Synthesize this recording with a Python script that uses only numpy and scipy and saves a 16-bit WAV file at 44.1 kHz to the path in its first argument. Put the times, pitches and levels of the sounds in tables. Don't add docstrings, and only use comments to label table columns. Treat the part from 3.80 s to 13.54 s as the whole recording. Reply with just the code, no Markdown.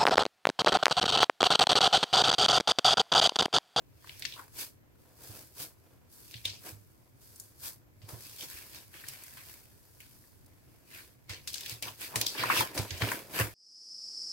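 import sys
import numpy as np
from scipy import signal
from scipy.fft import rfft, irfft, next_fast_len
from scipy.io import wavfile
from scipy.ndimage import uniform_filter1d

SR = 44100
rng = np.random.default_rng(int(sys.argv[2]) if len(sys.argv) > 2 else 0)


def dump(signal):
    limited = np.clip(np.atleast_2d(signal).T, -1, 1)
    pcm = np.round(limited * 32767).astype(np.int16)
    wavfile.write(sys.argv[1], SR, pcm)


N = 429534


def amp(db):
    return 10 ** (np.asarray(db) / 20)


def evened(x):
    return x / np.sqrt(np.mean(x ** 2) + 1e-20)


def read(points, hz):
    point_hz, value = np.transpose(points)
    return np.interp(np.log(hz + 1), np.log(point_hz + 1), value)


def add(mix, s, sound):
    part = mix[:, round(s * SR):][:, :sound.shape[1]]
    part += sound[:, :part.shape[1]]


def band(x, lo_hz, hi_hz):
    edges = np.clip([lo_hz, hi_hz], 20, .45 * SR)
    return signal.sosfilt(signal.butter(3, edges, "band", fs=SR, output="sos"), x)


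def sides(pan_db):
    return amp(np.array([pan_db / 2, -pan_db / 2]))


def pop(s, db, hz, octaves, snap_db, pan_db):
    pocket_t60, snap_t60 = 0.27, 0.047
    room_db = -21
    t = np.arange(round(.22 * SR)) / SR
    echo_noise, room_noise = rng.standard_normal((2, 2, len(t)))
    uneven = amp(6.8 * rng.standard_normal((2, len(t))))
    echoes = echo_noise * uneven * amp(-60 * t / 0.027)
    echoes[:, 0] += 7
    echoes[1] += 0.11 * echoes[0]
    half = 2 ** (max(octaves, .2) / 2)
    pocket = (hz / half, hz * half, 0, pocket_t60)
    snap = (6000, 17000, snap_db, snap_t60)
    out = 0
    for lo, hi, part_db, t60 in (pocket, snap):
        direct = band(echoes, lo, hi)
        direct = direct / abs(direct).max(1)[:, None] * sides(pan_db)[:, None]
        tail = evened(band(band(room_noise, lo, hi), lo, hi))
        tail = tail * amp(room_db - 60 * t / t60) * (1 - np.exp(-t / 0.0003))
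        out = out + amp(db + part_db) * (direct + tail)
    return s, out


def peel():
    # (pitch_hz, relative level_db per Hz)
    crackle_colour = [(600, -18), (1470, -8), (2500, -17.5), (3490, -9.5), (5000, -6), (8140, -4),
                      (12300, 0.5), (16000, -2)]
    wet_steep = 1.455
    rest_db = -77
    tears = grit(3000, 2.44, 0.013, 0.92)
    hz, t, z = signal.stft(tears, SR, nperseg=256, noverlap=192)

    (fine_db, wet_db, wet_hz, _), shape = strokes(t, 1)
    fine_level = np.sqrt(amp(fine_db) ** 2 @ shape + amp(rest_db) ** 2)
    fine = amp(read(crackle_colour, hz))[:, None] * fine_level

    octaves = np.log2((hz[:, None] + 1) / wet_hz)
    below = .8
    above = 1.47 * (wet_hz / 3500) ** 0.42
    folds = np.exp(-2 * (octaves / np.where(octaves < 0, below, above)) ** 2)
    wet_power = folds / folds.mean(0) * amp(wet_db) ** 2
    wet = np.sqrt(wet_power @ strokes(t, wet_steep)[1])

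    cavities = rng.standard_normal((len(t), len(hz))).T
    cavities = uniform_filter1d(cavities, size=20, axis=1)
    cavities = evened(uniform_filter1d(cavities, size=2, axis=0))
    z = z * np.hypot(fine, wet * amp(3.45 * cavities))
    return signal.istft(z, SR, nperseg=256, noverlap=192)[1][:, :N]


def strokes(t, steep):
    # (peak_s, rise_s, hold_s, fall_s, fine crackle gain_db, wet squelch gain_db, squelch pitch_hz,
    # load on the table level_db)
    presses = [(0.29, 0.14, .01, 0.49, -52.5, -57.5, 2650, -68),
               (0.45, 0.32, 0.093, 0.14, -49, -54, 2960, -66.5),
               (0.578, 0.02, 0.028, 0.13, -49.5, -55, 1180, -60.5),
               (1.207, .1, 0.1, 0.33, -62, -87, 3000, -70), (1.443, 0.12, .16, 0.17, -45.5, -64, 2850, -59),
               (2.05, .4, 0.085, 0.25, -65, -87, 3000, -67.5),
               (2.328, 0.055, 0.17, 1, -50.5, -87, 3970, -91),
               (2.552, 0.24, 0.018, 0.17, -63, -55.5, 3050, -70),
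               (2.654, 0.02, 0.009, 0.18, -57, -40, 3240, -57.5),
               (3.428, .08, 0.21, 0.26, -52.5, -76, 3530, -76),
               (4.225, .01, 0.009, 0.39, -68, -65.5, 3000, -68),
               (4.29, 0.023, 0.034, 0.13, -44, -60.5, 1000, -53.5),
               (4.436, 0.22, 0.022, 0.78, -44.5, -57, 3220, -69),
               (4.619, 0.095, .025, 0.071, -40, -44.5, 3400, -59),
               (4.708, 0.092, 0.065, 0.34, -42.5, -54, 2100, -62.5),
               (4.955, 0.11, .01, 0.15, -45, -53, 2570, -60.5),
               (5.149, 0.059, 0.074, 1, -47.5, -56.5, 2120, -65),
               (5.288, 0.041, 0.0082, 0.17, -43, -51.5, 2800, -70),
               (5.456, 0.26, .05, 0.25, -48.5, -68, 2200, -78),
               (5.571, .01, .02, 0.11, -49, -54, 1800, -66),
               (5.688, 0.27, 0.025, 0.23, -46.5, -61.5, 2200, -69),
               (6.204, .01, 0.0082, 0.19, -53, -59.5, 2440, -89),
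               (6.212, 0.9, 0.24, .4, -56.5, -93, 2700, -94), (6.9, 0.96, 0.079, .3, -62, -77, 2000, -72.5),
               (7.14, 0.11, 0.059, 0.17, -46.5, -53, 2120, -66),
               (7.501, 0.018, 0.015, 0.13, -46.5, -42, 2650, -55),
               (7.675, 0.0042, 0.0062, 0.067, -38, -42, 3840, -76),
               (7.733, 0.048, 0.035, 0.19, -67, -47, 3900, -88),
               (7.909, 0.33, 0.013, .11, -40.5, -45, 2870, -56.5),
               (8.027, 0.0076, .005, 0.16, -38.5, -43, 2760, -47.5),
               (8.074, 0.056, 0.011, 0.063, -42, -49, 980, -53),
               (8.342, 0.074, 0.013, 0.056, -60, -47, 1010, -51),
               (8.214, 0.047, 0.043, .14, -38, -46, 2270, -55.5),
               (8.36, 0.0083, 0.0018, 0.037, -30.5, -46, 3200, -34.5),
               (8.406, 0.071, 0.016, 0.066, -36.5, -59, 3800, -44),
               (8.463, 0.0084, .01, 0.17, -37, -38, 3900, -54),
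               (8.591, 0.077, 0.033, 0.45, -37.5, -36, 2070, -41.5),
               (8.65, .04, .01, .2, -50, -44, 1160, -42.5),
               (8.703, 0.036, .01, 0.19, -37, -32.5, 1620, -48),
               (8.77, 0.11, 0.036, 0.074, -26.5, -32, 2630, -36.5),
               (8.828, 0.025, 0.0071, 0.046, -46, -44.5, 1090, -43.5),
               (8.951, 0.017, .02, 0.081, -36, -56, 2500, -45.5),
               (8.982, 0.015, 0.0041, 0.12, -35, -40, 3270, -35),
               (9.099, 0.063, 0.1, 0.4, -46.5, -49, 2700, -56),
               (9.216, 0.021, 0.0044, 0.23, -37, -37, 2100, -36),
               (9.323, 0.16, 0.0054, 0.12, -33, -41, 1480, -43),
               (9.543, 0.026, 0.033, 0.21, -38, -43, 1920, -55),
               (9.601, 0.093, 0.013, 0.082, -28, -32, 1570, -35)]
    # (peak_s, fine crackle gain_db, wet squelch gain_db, squelch pitch_hz, load on the table level_db)
    pulls = [(0.794, -33, -44, 2840, -54.5), (1.804, -35, -50.5, 2930, -53.5),
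             (2.863, -39.5, -53.5, 1940, -52), (3.848, -34, -54, 2500, -57.5)]
    pull_rise_s, pull_hold_s, pull_fall_s = 0.063, 0.028, 0.078
    pull_rows = [(s, pull_rise_s, pull_hold_s, pull_fall_s, *rest) for s, *rest in pulls]
    rows = np.array(list(presses) + pull_rows)
    s, rise, hold, fall = np.maximum(rows[:, :4], .001).T[:, :, None]
    away = np.maximum((s - t) / rise, (t - s - hold) / fall)
    below = np.maximum(away, 0)
    return rows[:, 4:].T, amp(-20 * steep * below) ** 2


def grit(per_s, spread_db, blur_t60, smooth):
    sizes = amp(spread_db * np.minimum(rng.exponential(1, N), 5))
    tears = sizes * rng.standard_normal(N)
    tears *= rng.random(N) < per_s / SR
    spot, t = rng.integers(0, 6, N), np.arange(2000) / SR
    blur = rng.standard_normal((6, 2, len(t))) * amp(-60 * t / blur_t60)
    near = 0
    for k in range(6):
        here = (tears * (spot == k))[None]
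        near = near + signal.oaconvolve(here, blur[k], axes=1)[:, :N]
    return evened(evened(near) + smooth * rng.standard_normal((2, N)))


def slap():
    # (pitch_hz, width_hz, relative level_db)
    board_modes = [(190, 155, 1), (310, 65, 1), (477, 310, -0.5), (616, 29, -6), (939, 82, -7)]
    load_steep = 1
    rest_db = -73
    t = np.arange(0, N / SR + .002, .002)
    (*_, load_db), shape = strokes(t, load_steep)
    load = np.sqrt(amp(load_db) ** 2 @ shape + amp(rest_db) ** 2)

    push = grit(300, 0.9, 0.069, 0.54)
    push[1] = evened(push[0] + .6 * push[1])
    size = next_fast_len(N, True)
    hz = np.fft.rfftfreq(size, 1 / SR)
    response = 0
    for f, width, db in board_modes:
        response = response + amp(db) / (1 + 1j * (hz / f - f / (hz + 1)) * f / width)
    board = evened(irfft(rfft(push, size) * response, size)[:, :N])
    return board * np.interp(np.arange(N) / SR, t, load)


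def thump(s, db, hz, t60):
    t = np.arange(round(.6 * SR)) / SR
    shape = (1 - np.exp(-(t / 0.0077) ** 2)) * amp(-60 * t / t60)
    main = np.sin(2 * np.pi * (hz * t + rng.random()))
    dull = 0.13 * np.sin(2 * np.pi * (0.614 * hz * t + rng.random()))
    shudder = evened(band(rng.standard_normal((2, len(t))), 28.5, 176))
    swing = shape / shape.max() * (main + dull + 0.3 * shudder)
    return s, amp(db) * band(swing, 43, 980) * sides(-4.5)[:, None]


def room_noise():
    # (pitch_hz, relative level_db per Hz)
    noise_colour = [(12, -65), (20, -29), (53, -5), (120, 2.5), (150, -10.5), (319, -10), (499, -18),
                    (660, -21), (718, -25), (2260, -27.5), (4060, -36.5), (7310, -36), (11400, -43),
                    (12400, -29), (16000, -38)]
    # (pitch_hz, likeness without unit)
    likeness = [(60, 0.34), (180, 0.15), (550, -0.37), (1650, -0.41), (4970, -0.5), (15000, 0.17)]
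    frames, hz = N // 512 + 5, np.fft.rfftfreq(2048, 1 / SR)
    a, b, c, d, patches = rng.standard_normal((frames, 1025, 5)).T
    patches = evened(uniform_filter1d(uniform_filter1d(patches, 16, 0), 8, 1))
    same = np.clip(read(likeness, hz), -1, 1)[:, None]
    left, other = a + 1j * b, c + 1j * d
    z = np.array([left, same * left + np.sqrt(1 - same ** 2) * other])
    z *= amp(read(noise_colour, hz)[:, None] + 1.3 * patches)
    noise = signal.istft(z, nperseg=2048, noverlap=1536)[1][:, :N]
    return amp(-61) * evened(noise)


def scene():
    # (start_s, peak level_db, pocket pitch_hz, width_octaves, snap_db above the pocket, left-right pan_db)
    pockets = [(0.244, -45.5, 1280, 1, -4, 0), (0.273, -42.5, 1750, 1.8, -1, 3),
               (0.294, -33.5, 2820, 0.78, -11, 2), (0.395, -36.5, 7910, 4, 2, -3),
               (0.423, -24, 3040, 1.3, -8, -2), (0.452, -20, 3300, 1.8, -24, 8),
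               (0.523, -35.5, 3130, .62, -13, 0), (0.537, -36, 3250, 0.67, -13, -1),
               (0.564, -48, 1130, .51, -5, 8), (0.592, -42, 1210, 0.41, -14, 14),
               (1.436, -56, 2000, 1.7, 20, 2), (2.517, -44, 6300, .77, 6, 0),
               (2.541, -32.5, 2980, 1, -16, 0), (2.566, -41, 3700, 0.61, -13, -2),
               (2.654, -19, 3400, 0.51, -5, 0), (3.42, -52, 5000, 2.5, 1, 0), (3.56, -47, 8700, 2, 10, 2),
               (3.599, -30, 8700, 1.16, -13, 4), (4.218, -48.5, 2410, 2.6, -30, 1),
               (4.29, -40, 930, 4.2, 2, 9), (4.7, -45, 5060, 1.1, 14, -8),
               (4.958, -39, 4900, 1.3, -7, -0.5), (5.141, -45.5, 2130, 1, 2, 12),
               (5.238, -41, 1700, 0.77, -12, 3), (5.285, -29, 7860, 1.9, 5, -4),
               (5.437, -44.5, 7360, 4.5, 14, 1), (5.481, -49, 1920, 0.82, 12.5, 0),
               (5.572, -45, 1670, 1.9, 5, 5), (6.204, -41, 2520, 0.55, 6, 3), (6.44, -58, 1600, 1.1, -3, 2),
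               (6.662, -51, 7800, 1.9, 2, 1), (7.495, -26, 2830, 3.2, -2, 2),
               (7.675, -23, 4470, 2.6, -23, 4), (7.732, -33, 5130, 1.6, 8, -6),
               (7.742, -21.5, 4700, 1.5, -1.5, 9), (7.757, -27, 4200, 3.3, -8, -4),
               (7.781, -30.5, 4970, 1.27, -4, 14), (7.809, -32, 3650, 1.6, 5.5, 2),
               (7.834, -36, 3850, 0.81, -5, -1), (7.861, -27.5, 3070, 1.06, 2, 3),
               (7.896, -26.5, 6400, 1.4, 2, 7), (8.025, -25, 3820, 1.56, 3.5, 8),
               (8.04, -43, 6000, 1.7, -3, 2), (8.082, -34.5, 2860, 0.55, -2, 4),
               (8.21, -32.5, 5450, .98, 7.5, 0), (8.358, -12, 3700, 3.5, -10, 1),
               (8.413, -14, 4040, 1.6, 3, 1), (8.465, -16.5, 4150, 0.82, -1.5, 2),
               (8.55, -34, 1190, 1.7, -5, 0), (8.583, -30, 2550, 1.9, -10, 0),
               (8.636, -20.5, 1110, 0.63, -4, 3), (8.7, -14, 1130, 0.56, -27, 5),
               (8.706, -19, 1490, 1.56, -15, -4), (8.763, -27, 1090, 0.49, -15, 7),
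               (8.807, -19, 1020, 0.56, 1, 1), (8.977, -18.5, 3550, 2.9, -22, 2),
               (9.107, -24, 3180, 2.2, -13, -6), (9.22, -17.5, 1990, 1.63, -22, 4),
               (9.288, -26.5, 2050, 1.8, -13, 0), (9.317, -22.5, 1360, 1.33, 0, 4),
               (9.599, -26, 1730, 0.39, 10, -2)]
    # (start_s, gain_db, pitch_hz, 60 dB decay_s)
    pushes = [(0.468, -55, 125, 0.2), (1.491, -43, 100, 0.095), (1.79, -53.5, 134, 0.25),
              (2.542, -47.5, 112, 0.31), (2.648, -46, 99, 0.43), (2.914, -47, 103, 0.53),
              (3.84, -53, 110.2, 0.36), (4.228, -45.5, 103, 0.17), (4.325, -42, 112.5, 0.23),
              (4.734, -49.5, 86.1, 0.11), (7.494, -39.5, 97, 0.13), (7.915, -44, 115.6, 0.25),
              (8.048, -52, 107.4, 0.54), (8.356, -37.5, 110, 0.29), (8.59, -44.5, 116.3, 0.72),
              (8.783, -37, 114, 0.16), (8.983, -30.5, 102.6, 0.2), (9.109, -34.5, 89.5, 0.19),
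              (9.219, -27, 107.6, 0.16), (9.598, -27.5, 108.4, 0.21)]
    # (pitch_hz, gain_db)
    nearby = [(400, -1), (760, -0.5), (980, 4.5), (1250, -3), (1650, 3), (3000, -1.1), (5100, 2.5),
              (6000, 0), (12000, -1.7)]
    slime, table = peel() * sides(0.46)[:, None], slap()
    for row in pockets:
        add(slime, *pop(*row))
    for row in pushes:
        add(table, *thump(*row))
    colour = amp(read(nearby, np.linspace(0, SR / 2, 513)))
    squared = signal.firwin2(1023, np.linspace(0, 1, 513), colour ** 2)
    taps = signal.minimum_phase(squared)
    coloured = signal.oaconvolve(slime, taps[None], axes=1)[:, :N]
    return coloured + table + room_noise()


def record(dry):
    edge_hz = 15900
    low_pass = signal.firwin(511, edge_hz, window=("kaiser", 9), fs=SR)
    return signal.oaconvolve(dry, low_pass[None], "same")


dry = scene()
out = record(dry)
dump(out)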